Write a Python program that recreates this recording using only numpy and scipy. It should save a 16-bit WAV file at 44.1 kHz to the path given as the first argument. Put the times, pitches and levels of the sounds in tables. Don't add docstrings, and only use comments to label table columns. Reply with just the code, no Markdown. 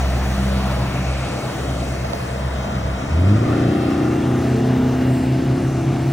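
import sys
import numpy as np
from scipy import signal
from scipy.fft import rfft, irfft, next_fast_len
from scipy.io import wavfile

SR = 44100
rng = np.random.default_rng(int(sys.argv[2]) if len(sys.argv) > 2 else 0)


def to_wav(s):
    ch = np.atleast_2d(s).T
    pcm = np.round(np.clip(ch, -1, 1) * 32767)
    wavfile.write(sys.argv[1], SR, pcm.astype(np.int16))


def linear_from_db(decibels):
    return 10 ** (np.asarray(decibels, float) / 20)


N = 269892


def rms_one(x):
    return x / np.sqrt(np.mean(x ** 2) + 1e-20)


def in_time(rows):
    s, *columns = np.transpose(rows)
    return [np.interp(np.arange(N) / SR, s, c) for c in columns]


def at_hz(points, hz):
    point_hz, level_db = np.transpose(points)
    return np.interp(np.log(hz + 1), np.log(point_hz), level_db)


def drift(rate):
    step = 40
    r = np.exp(-2 * np.pi * rate * step / SR)
    noise = rng.standard_normal(N // step + 2002)
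    slow = signal.lfilter([1], [1, -2 * r, r * r], noise)[2000:]
    return np.interp(np.arange(N) / step, np.arange(len(slow)), rms_one(slow))


def band(x, low_hz, high_hz):
    size = next_fast_len(N)
    hz = np.arange(size // 2 + 1) * SR / size
    return irfft(rfft(x, size) * ((hz >= low_hz) & (hz < high_hz)), size)[..., :N]


def tone(turns, level_db, wobble_db, slip, rate=5, start=None):
    if start is None:
        start = rng.random()
    phase = 2 * np.pi * (turns + start) + slip * drift(rate)
    return np.sqrt(2) * linear_from_db(level_db + wobble_db * drift(8.8)) * np.cos(phase)


def swell(s, db, rise, fall):
    late = np.arange(N) / SR - s
    return linear_from_db(db) * np.exp(-.5 * (late / np.where(late < 0, rise, fall)) ** 2)


def swollen(floor_db, rows):
    return 20 * np.log10(linear_from_db(floor_db) + sum(swell(*row) for row in rows))


def water(turns, patchy_db):
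    # (level at start [dB], trend at low speed [dB/s], trend under way [dB/s], surge [dB])
    layers = [
        (-32, -1, 1, 6),
        (-29, -0.74, -1.02, 3),
        (-35.5, -0.78, -0.39, -1),
        (-42, -2, 0, 0),
    ]
    bounds_hz = [25, 420, 1500, 5400, 15780]
    # (frequency [Hz], density [dB per Hz])
    colour = [(18, -26), (30, -18.5), (54, -7.5), (130, -1), (230, -7), (470, -12.5), (700, -9),
              (900, -13.5), (1900, -18), (2800, -23.5), (4560, -28.5), (6110, -31.5), (10200, -41),
              (15500, -42)]
    # (frequency [Hz], side minus mid [dB])
    spread = [(60, -15), (140, -26.5), (210, -26), (330, -3), (500, -2.5), (770, -17.5), (1170, -11),
              (1790, -21), (2500, 0.5), (3300, -6.5), (4300, 2.5), (6410, -6.5), (9810, 8), (15000, 4.5)]
    # (frequency [Hz], share of side that is the mid a quarter cycle off [-1 to 1])
    quadrature = [(60, .3), (300, 0.94), (700, 0.82), (1300, 0.99), (1800, .4), (2800, .6), (4600, .5),
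                  (5400, 0), (6500, -.7), (10300, -.95), (13700, .9), (16000, .9)]
    # (time [s], level [dB])
    wake = [(0, -0.5), (.5, .5), (1.2, 0), (1.8, 1), (2.6, -.5), (3.8, -2.5), (4.9, 0.4), (5.3, -1),
            (6.12, 0)]
    throttle_s = 2.85
    size = next_fast_len(N)
    hz = np.arange(size // 2 + 1) * SR / size
    first, second = rfft(rng.standard_normal((2, size)))
    twist = np.clip(at_hz(quadrature, hz), -.99, .99)
    mid_gain = linear_from_db(at_hz(colour, hz))
    mid = first * mid_gain
    side = 1j * twist * first + np.sqrt(1 - twist ** 2) * second
    side = side * mid_gain * linear_from_db(at_hz(spread, hz))

    out, together = np.zeros((2, N)), drift(1.13)
    throb = linear_from_db(3.4 * np.cos(8 * np.pi * turns) + 1.6 * np.cos(2 * np.pi * turns))
    late, wake_db = np.arange(N) / SR, in_time(wake)[0]
    surge = swell(3.5, 4, rise=-0.62, fall=0.06)
    for k, (near_db, slow_db, fast_db, surge_db) in enumerate(layers):
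        level_db = near_db + slow_db * np.minimum(late, throttle_s)
        level_db = level_db + fast_db * np.maximum(late - throttle_s, 0)
        level_db = level_db + surge_db * surge + wake_db
        edges, layer = np.geomspace(*bounds_hz[k:k + 2], num=5), 0
        for low, high in zip(edges, edges[1:]):
            part = irfft(np.array([mid, side]) * ((hz >= low) & (hz < high)), size)[:, :N]
            patches = 0.42 * together + 1.9 * drift(1.9) + drift(24)
            layer = layer + part * linear_from_db(patchy_db * patches)
        out += linear_from_db(level_db) * layer / np.std(layer[0]) * (throb if k == 0 else 1)
    return out


def aside(mid, side):
    # (time [s], share [0-1])
    left_first = [(0, .15), (1.1, .25), (1.6, .55), (2.3, .75), (3.7, .75), (4.1, .5), (4.35, .1),
                  (6.12, .1)]
    lag_s = 24.88 / 44100
    echo_s, echo_share = 1 / 581, 0.43
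    share = np.clip(in_time(left_first)[0], 0, 1)
    near = band(np.array([mid, side]), 700, 5600)
    other = np.roll(near[0], N // 3)
    late = np.interp(np.arange(N) - lag_s * SR, np.arange(N), other)
    straight = np.array([near[0] + near[1], near[0] - near[1]])
    both = np.array([mid + side, mid - side])
    both = both + (np.sqrt(1 - share) - 1) * straight
    both = both + 0.71 * np.sqrt(share) * np.array([other, late])
    echo = np.roll(band(both, 2000, 5600), round(echo_s * SR), axis=1)
    return both - echo_share * share ** 2 * echo


def idler():
    # (time [s], shaft speed [turns per s])
    governor = [(0, 15.48), (2.25, 15.28), (2.45, 15.79), (4.45, 15.78), (4.55, 15.6), (5.05, 15.66),
                (5.8, 15.45), (6.12, 15.45)]
    # (order [per turn], level [dB])
    orders = [(3, -54), (7, -50), (8, -33), (12, -43)]
    turns = np.cumsum(in_time(governor)[0]) / SR
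    hum_db = swollen(-43.5, [(4.8, -35, 1.0, .9)])
    hum = tone(5 * turns, hum_db, wobble_db=1.5, slip=.3)
    pulse = 0
    for order, level_db in orders:
        pulse = pulse + tone(order * turns, level_db, wobble_db=1.5, slip=0.16, start=.45)
    return hum + pulse * (1 + swell(5.8, -4.5, rise=1.2, fall=1.5))


def taps():
    # (time [s], tick level [dB], ring level [dB], ring length [s])
    touches = [
        (1.949, -34, -26, .002),
        (2.047, -20, -18, .0025),
        (2.1338, -17.5, -13, .0023),
        (2.1555, -27, -40, .001),
        (2.2035, -27, -21, .001),
    ]
    out, t = np.zeros((2, N)), np.arange(int(.03 * SR)) / SR
    glide = 0.0017 * (1 - np.exp(-t / 0.00062))
    for s, tick_db, ring_db, length in touches:
        tick = np.convolve(rng.standard_normal(len(t)), np.hanning(7) / 2, "same") * np.exp(-t / .0006)
        ring = np.sin(2 * np.pi * 640 * (t + glide)) * t / length * np.exp(1 - t / length)
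        at = round(s * SR)
        out[:, at:at + len(t)] += linear_from_db(tick_db) * tick * [[.7], [-.9]]
        out[:, at:at + len(t)] += linear_from_db(ring_db) * ring * [[.55], [-1.15]]
    return out


def gear_whine(turns):
    # (time [s], level [dB], rise [s], fall [s])
    whine_swells = [(3.85, -49, 0.23, 0.38), (5.15, -50.5, .5, 0.64)]
    teeth, top_hz = 89.2, 2815
    meshes = np.cumsum(np.minimum(teeth * np.gradient(turns), top_hz / SR))
    return tone(meshes, swollen(-71.5, whine_swells), wobble_db=1.8, slip=2.3, rate=20)


def pump_whistle():
    # (time [s], level [dB], rise [s], fall [s])
    pump_swells = [(1.25, -51.5, 0.37, 0.23)]
    cycles = 2234 * np.arange(N) / SR
    return tone(cycles, swollen(-68, pump_swells), wobble_db=2.5, slip=0.72, rate=4.9)


def cowl_rasp(turns):
    # (frequency [Hz], width [Hz], level [dB])
    panels = [(1240, 100, 15), (1380, 99, 12), (1764, 200, 9.5), (2030, 170, -19), (3010, 67, -13)]
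    rasp_db = swollen(-52, [(3.72, -35, 0.38, .5), (.1, -40.5, .3, 0.18)])
    puffs = rng.standard_normal(N) * linear_from_db(1.5 * np.cos(8 * np.pi * turns) + 1.5 * drift(20))
    rasp = 0
    for hz, width, level_db in panels:
        r = np.exp(-np.pi * width / SR)
        poles = [1, -2 * r * np.cos(2 * np.pi * hz / SR), r * r]
        rasp = rasp + linear_from_db(level_db) * rms_one(signal.lfilter([1, 0, -1], poles, puffs))
    return linear_from_db(rasp_db) * rms_one(rasp)


def order_swells(order):
    # (order [per turn], time [s], level [dB], rise [s], fall [s])
    all_swells = [(8, 0.88, -32, 0.4481, 0.28), (8, 3.33, -21, 0.046, 0.023), (8, 4.94, -23, 0.47, 0.44),
                  (12, 0.54, -26.5, 0.22, 0.19), (12, 2.72, -34, 0.066, 0.087),
                  (12, 3.32, -24.5, .025, .025), (12, 3.22, -29.5, .025, .025), (12, 3.68, -32, .2, .9),
                  (10, 3.7, -23.5, .25, 0.45), (10, 5.71, -29, 0.45, .6), (14, 4.8, -30.5, 0.34, 0.17),
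                  (14, 3, -46, .3, .6), (11, 3.85, -27.5, .3, 0.6), (11, 5.52, -32.5, 0.38, .25),
                  (9, 3.71, -27, 0.32, .7), (9, 5.9, -33, .7, .5), (21, 4.54, -41.5, 0.78, 0.65),
                  (21, 6.0, -45, 0.72, .5), (26, 3.75, -41.5, 0.22, .9)]
    return [row[1:] for row in all_swells if round(row[0]) == order]


def firing_orders(hz, turns, loaded, firing_db):
    octave_db = swollen(np.interp(loaded, [0, 1], (-32.5, -33)), order_swells(8))
    twelfth_db = swollen(np.interp(loaded, [0, 1], (-40, -38.5)), order_swells(12))
    octave_start = .5 - np.clip(hz - 28, 0, 1) / 2
    out = tone(4 * turns, firing_db, wobble_db=.6, slip=.05 + 4 / 60, start=.5)
    out += tone(8 * turns, octave_db, wobble_db=1.2, slip=.05 + 8 / 60, start=octave_start)
    out += tone(12 * turns, twelfth_db, wobble_db=1.2, slip=.05 + 12 / 60, start=.5)
    return out


def blade_tone(hz, turns):
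    passes_per_turn, in_step_s = 4.157, 5.308
    in_step = turns[round(in_step_s * SR)] * (4 - passes_per_turn) + .5
    gripping = np.clip(hz - 29.8, 0, 1)
    level_db = np.interp(gripping, [0, 1], (-40, -29)) + .9 * np.maximum(hz - 31, 0)
    return tone(passes_per_turn * turns, level_db, wobble_db=1.1, slip=.12, start=in_step)


def uneven_orders(hz, turns, loaded, uneven_db):
    # (frequency [Hz], level [dB])
    exhaust = [(30, -16), (62, -18), (95, -6), (160, -3), (195, -5.5), (225, 1.5), (365, -1.5), (400, -10),
               (480, -16.5), (530, -11.5), (600, -22), (680, -14), (760, -19), (900, -21)]
    lumpy_db = {7: 8.5, 11: 10.5}
    floor_db = -54.5
    uneven_db = uneven_db - at_hz(exhaust, 9 * hz) - 4 * (1 - loaded)
    out = np.zeros(N)
    for order in sorted(set(range(2, 28)) - {4, 8, 12}):
        level_db = uneven_db + at_hz(exhaust, order * hz) + lumpy_db.get(order, 0) * (1 - loaded)
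        swells = order_swells(order)
        if swells:
            level_db = level_db + loaded * (swollen(floor_db, swells) - level_db)
        out += tone(order * turns, level_db, wobble_db=2.5, slip=.42, rate=8)
    return out


def outboard():
    # (time [s], speed [turns per s])
    shaft = [(0, 16.3), (.7, 16.35), (1.65, 16.4), (2.2, 16.55), (3.05, 16.72), (3.12, 18.7), (3.19, 21),
             (3.27, 24), (3.37, 27.3), (3.44, 28.7), (3.54, 29.5), (3.73, 30.1), (4.06, 30.6),
             (4.57, 31.45), (5.06, 32), (5.49, 32.7), (6.12, 33.55)]
    # (time [s], firing tone level [dB], uneven-cylinder level [dB])
    effort = [(0, -19.5, -46.5), (.8, -23.5, -44), (.95, -32.5, -42.5), (1.12, -19.5, -47.5),
              (1.35, -39.5, -47), (1.85, -24, -43.5), (2.12, -33, -48), (2.45, -25.5, -50), (2.9, -28, -50),
              (3.07, -31.5, -47.5), (3.14, -17.5, -44.5), (3.33, -13.5, -36), (3.43, -21, -30.5),
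              (3.66, -24.5, -24), (3.9, -33, -28.5), (4.45, -26.5, -29.5), (5.1, -22, -32),
              (6.12, -23, -35.5)]
    hz = in_time(shaft)[0]
    firing_db, uneven_db = in_time(effort)
    turns = np.cumsum(hz) / SR
    loaded = np.clip((hz - 19) / 4.0, 0, 1)
    out = firing_orders(hz, turns, loaded, firing_db) + blade_tone(hz, turns)
    return out + uneven_orders(hz, turns, loaded, uneven_db), turns


def scene():
    motor, turns = outboard()
    slope = np.gradient(motor)
    width = 2.0 * slope + 2.1 * band(slope, 300, 1500)
    centre = motor + gear_whine(turns) + pump_whistle() + cowl_rasp(turns) + idler()
    return np.array([centre + width, centre - width]) + aside(*water(turns, patchy_db=0.74)) + taps()


def top_cut(x):
    return signal.sosfilt(signal.butter(12, 17040, fs=SR, output="sos"), x)


def record(dry):
    # (time [s], side level in the bass [dB], side level in the presence band [dB])
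    zoom = [
        (0, 4.5, 4.5),
        (3.9, 3.5, 1.5),
        (4.2, -9, -8),
        (4.33, -7, -12),
        (4.36, -7, -55.5),
        (6.12, -5.5, -63.5),
    ]
    top_hz = 15790
    dry = dry + band(dry, 290, 2200) * [[.12], [-.12]]
    mid, side = (dry[0] + dry[1]) / 2, (dry[0] - dry[1]) / 2
    bass_db, presence_db = in_time(zoom)
    bass, presence = band(side, 0, 200), band(side, 1500, 5350)
    side = side + (linear_from_db(bass_db) - 1) * bass + (linear_from_db(presence_db) - 1) * presence
    mid = band(mid, 0, 10350) + band(mid, 13750, top_hz)
    side = band(side, 0, top_hz)
    return top_cut(np.array([mid + side, mid - side]))


dry = scene()
out = record(dry)
to_wav(out)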